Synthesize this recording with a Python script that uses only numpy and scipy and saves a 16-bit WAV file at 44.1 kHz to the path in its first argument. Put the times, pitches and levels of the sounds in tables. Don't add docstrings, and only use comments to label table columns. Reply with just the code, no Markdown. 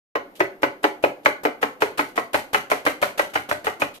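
import sys
import numpy as np
from scipy import signal
from scipy.fft import rfft, irfft
from scipy.io import wavfile
from scipy.ndimage import uniform_filter1d

SR = 44100
rng = np.random.default_rng(int(sys.argv[2]) if len(sys.argv) > 2 else 0)


def log_audio(samples):
    frames = np.atleast_2d(samples).T
    limited = np.clip(frames, -1, 1)
    pcm = np.round(limited * 32767).astype(np.int16)
    wavfile.write(sys.argv[1], SR, pcm)


def voltage_ratio(decibels):
    exponent = np.asarray(decibels, float) / 20
    return 10 ** exponent


N = 176400


def rms_one(x):
    return x / np.sqrt(np.mean(x ** 2) + 1e-20)


def at_hz(points, hz, column=1):
    points = np.array(points)
    return np.interp(np.log(hz), np.log(points[:, 0]), points[:, column])


def bandpass(x, low_hz, high_hz):
    return signal.sosfilt(signal.butter(2, [low_hz, high_hz], "band", fs=SR, output="sos"), x)


def ring(clicks, hz, t60):
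    radius = voltage_ratio(-60 / (t60 * SR))
    w = 2 * np.pi * hz / SR
    return signal.lfilter([0, np.sin(w)], [1, -2 * radius * np.cos(w), radius ** 2], clicks + 1e-18)


def burst(start, end, rise, fade):
    t = np.arange(N) / SR
    return np.clip((t - start) / rise, 0, 1) * np.exp(-np.maximum(t - end, 0) / fade)


# frequency in Hz, left-right correlation (-1 to 1).
PORT_LIKENESS = [(60, -0.48), (130, 0.73), (290, 0.91), (640, 0.69), (1410, -0.4), (3100, -0.13),
                 (6820, 0.13), (15000, 0.7)]


def coloured(spectrum, size=N):
    hz = np.maximum(np.arange(size // 2 + 1) * SR / size, 10)
    mid, side = rfft(rng.standard_normal((2, size)))
    alike = np.clip(at_hz(PORT_LIKENESS, hz), -1, 1)
    both = np.sqrt(1 + alike) * mid + np.sqrt(1 - alike) * side * [[1], [-1]]
    low_cut = np.minimum(hz / spectrum[0][0], 1) ** 2
    return rms_one(irfft(both * low_cut * voltage_ratio(at_hz(spectrum, hz)), size))


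# frequency in Hz, level in dB per Hz.
ROOM_NOISE = [(15, -24), (25, -12), (69, -32), (309, -9.5), (655, -16), (7890, -48), (8550, -49.5),
              (13800, -39.5), (15000, -44)]


def room_noise():
    drone = rms_one(ring(rng.standard_normal(N), hz=295.5, t60=0.14))
    return voltage_ratio(-50.5) * coloured(ROOM_NOISE) + voltage_ratio(-63) * drone


# start in seconds, crunch level in dB, skin snap level in dB.
CUTS = [(0.1524, -53, -48), (0.394, -38, -36), (0.618, -38, -41), (0.8285, -33.5, -41), (1.0248, -36, -43),
        (1.248, -32.5, -33), (1.434, -40.5, -31), (1.6125, -34, -50), (1.8041, -30, -51),
        (1.9734, -30, -48), (2.1555, -34.5, -66), (2.3306, -25, -50), (2.5296, -27.5, -38),
        (2.698, -27, -54), (2.85, -27, -52), (3.015, -25.5, -48), (3.1747, -28, -40), (3.3343, -31, -50),
        (3.4885, -31.5, -35), (3.642, -32.5, -38), (3.7978, -32.5, -32)]
# frequency in Hz, level in dB per Hz.
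SNAP_COLOUR = [(400, 4.5), (800, 0), (1500, -9), (2500, -22), (6000, -19)]


def skin_snap():
    shape = sum(voltage_ratio(db) * burst(s, s + 0.0072, rise=0.00075, fade=0.003) for s, _, db in CUTS)
    return shape * coloured(SNAP_COLOUR)


# frequency in Hz, level in dB per Hz.
CRUNCH_COLOUR = [(120, -16), (200, -7), (671, -2), (2420, -4.5), (2900, -5), (4470, -14), (8880, -17),
                 (13200, -17.5), (15000, -28)]


def flesh_crunch():
    shape = np.zeros(N)
    for (start, db, _), knock in zip(CUTS, KNOCKS):
        shape += voltage_ratio(db - 2.5) * burst(start, knock[0], rise=0.0046, fade=0.036)
    chance = rng.standard_normal((2, N))
    fine = rms_one(uniform_filter1d(chance[0], size=30))
    clumps = rms_one(uniform_filter1d(chance[1], size=200))
    grain = voltage_ratio(4 * fine + 1.76 * clumps)
    return shape * grain * coloured(CRUNCH_COLOUR)


# time in seconds, peak level in dB, brightness in dB, thud in dB, counter in dB.
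KNOCKS = [(0.153, -14, -0.5, 1.5, -4.5), (0.404, -9.5, -1.5, 1.5, 5), (0.631, -11, 2.5, 3.5, 1.5),
          (0.841, -8, 0.5, 1.5, -4), (1.039, -8.5, -4.5, -2, -0.5), (1.259, -8.5, 2.5, 2.5, 3),
          (1.451, -10, -1, 0, -2), (1.628, -11.5, 1, 0, -4), (1.82, -10.5, 1.5, -2, 2),
          (1.992, -14, 3.5, 3.5, -2), (2.177, -14, 0.5, 1, -2.5), (2.343, -12.5, 2.5, 1.5, 1),
          (2.545, -11.5, 4, -4.5, 1.5), (2.715, -11, 0.5, -1.5, -3.5), (2.864, -14.5, 6, 0.5, 0.5),
          (3.026, -10, 1.5, -5, 0.5), (3.193, -13, 3, -7.5, -3.5), (3.355, -13, 3, -6.5, 2.5),
          (3.512, -14, 1.5, -2.5, 4), (3.669, -12.5, -2, -5.5, 0.5), (3.819, -13, 1.5, -0.5, 4.5)]
# frequency in Hz, level in dB per Hz.
CRACK_COLOUR = [(1500, 14), (3500, -5), (6000, -14.5), (10000, -29.5), (15000, -17)]


def edge_crack():
    shape = np.zeros(N)
    for s, db, bright, *_ in KNOCKS:
        shape += voltage_ratio(db + bright - 4) * burst(s, s, rise=0.00091, fade=0.0094)
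    return shape * coloured(CRACK_COLOUR)


# delay after the knock in seconds, level in dB.
BOUNCES = [
    (0, 1),
    (.003, -2.5),
    (.008, -3.5),
    (.016, -8),
]
# frequency in Hz, level in dB, decay time t60 in seconds.
BOARD_MODES = [(289.2, -8, 0.072), (384.5, -5.5, 0.076), (463, 1.5, 0.042), (581.5, 4, 0.028),
               (704, 2.5, 0.032), (876.4, 3, 0.026), (1030, 3.5, 0.018), (1330, 2.5, 0.02),
               (1653, -11.5, 0.015), (1911, 1.5, 0.02), (2146, 2.5, 0.01), (2495, -6, .025),
               (2978, -10, 0.014)]


def board():
    board_db, spot_spread_db = -9, 5
    knocks, bounces = np.array(KNOCKS), np.array(BOUNCES)
    time, peak, bright, thud, counter = knocks.T
    spot = rng.standard_normal((len(knocks), len(bounces), len(BOARD_MODES)))
    stretch = rng.uniform(0.8, 1.3, (len(knocks), len(bounces)))
    where = ((time[:, None] + stretch * bounces[:, 0]) * SR).astype(int)
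    ringing = np.zeros(N)
    for k, (hz, db, t60) in enumerate(BOARD_MODES):
        octaves = np.log2(hz / 700)
        tilt = bright * np.clip(octaves, 0, 1) + thud * np.clip(-octaves, 0, 1)
        level = (peak + tilt)[:, None] + bounces[:, 1] + db + board_db + spot_spread_db * spot[:, :, k]
        clicks = np.zeros(N)
        clicks[where] = (-1) ** k * voltage_ratio(level)
        ringing += ring(clicks, hz, t60)
    push = np.zeros(N)
    push[where[:, 0]] = voltage_ratio(counter - 39.5)
    thump = ring(push, hz=133.9, t60=0.092)
    return bandpass(ringing, 251, 4960) + bandpass(thump, 70, 220)


# start in seconds, length in seconds, level in dB.
SLIDES = [
    (0.351, 0.02, -48),
    (1.231, 0.009, -58),
    (2.084, .012, -51),
    (3.295, 0.0056, -50),
    (3.938, 0.026, -46),
]
# frequency in Hz, level in dB per Hz.
SLIDE_COLOUR = [(1000, -1), (3000, 16.5), (6000, 5.5), (15000, 5)]


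def slice_slides():
    shape = sum(voltage_ratio(db) * burst(s, s + length, rise=0.0037, fade=0.016) for s, length, db in SLIDES)
    return shape * coloured(SLIDE_COLOUR)


def ports(x):
    lag_s, left_db = 0.00031, 1
    t = np.arange(N)
    return np.array([voltage_ratio(left_db) * x, np.interp(t - lag_s * SR, t, x)])


# frequency in Hz, decay time t60 in seconds, level in dB per Hz.
KITCHEN_DECAY = [(59, 0.2, 9), (280, 0.27, 4.5), (750, 0.31, 0.5), (1860, 0.29, 0.5), (5000, 0.26, 2.5),
                 (13000, 0.15, 3.5)]


def kitchen(x, size=16384):
    kitchen_db, build_s = -2, 0.0013
    same_share = 0.79
    t = np.arange(size) / SR
    white = coloured([(20, 0), (20000, 0)], size=size)
    edges = 80 * 2 ** np.arange(0, 8.1, 0.5)
    hz = np.sqrt(edges[1:] * edges[:-1])
    bands = np.array([bandpass(white, low, high) for low, high in zip(edges, edges[1:])])
    start_db = at_hz(KITCHEN_DECAY, hz, column=2)[:, None] + kitchen_db - 27
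    t60 = at_hz(KITCHEN_DECAY, hz)[:, None]
    dying = voltage_ratio(start_db - 60 * t / t60) * (1 - np.exp(-t / build_s))

    def pattern(shift):
        return np.einsum("bct,bt->ct", np.roll(bands, shift, axis=2), dying)

    same = pattern(0)
    out = np.zeros((2, N + size))
    marks = [int(s * SR) - 200 for s, _, _ in CUTS] + [N]
    for start, end, shift in zip(marks, marks[1:], rng.integers(0, size, len(CUTS))):
        echo = np.sqrt(same_share) * same + np.sqrt(1 - same_share) * pattern(shift)
        out[:, start:end + size - 1] += signal.fftconvolve(x[None, start:end], echo, axes=1)
    return out[:, :N]


def scene():
    near = ports(board()) + skin_snap() + flesh_crunch() + edge_crack() + slice_slides()
    return near + kitchen(near[0]) + room_noise()


def band_limit(x):
    return signal.sosfilt(signal.butter(12, 15890, fs=SR, output="sos"), x)


def record(dry):
    open_s, close_s, closed_db, cutoff_hz = 0.149, 3.987, -11, 14650
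    t = np.arange(N) / SR
    opening = np.clip((t - open_s) / 0.0069, 0, 1) ** 2
    gate = opening * np.where(t > close_s, voltage_ratio(closed_db), 1)
    top_cut = signal.cheby2(10, 40, cutoff_hz * 1.04, fs=SR, output="sos")
    mix = signal.sosfilt(top_cut, dry * gate)
    return band_limit(mix)


dry = scene()
out = record(dry)
log_audio(out)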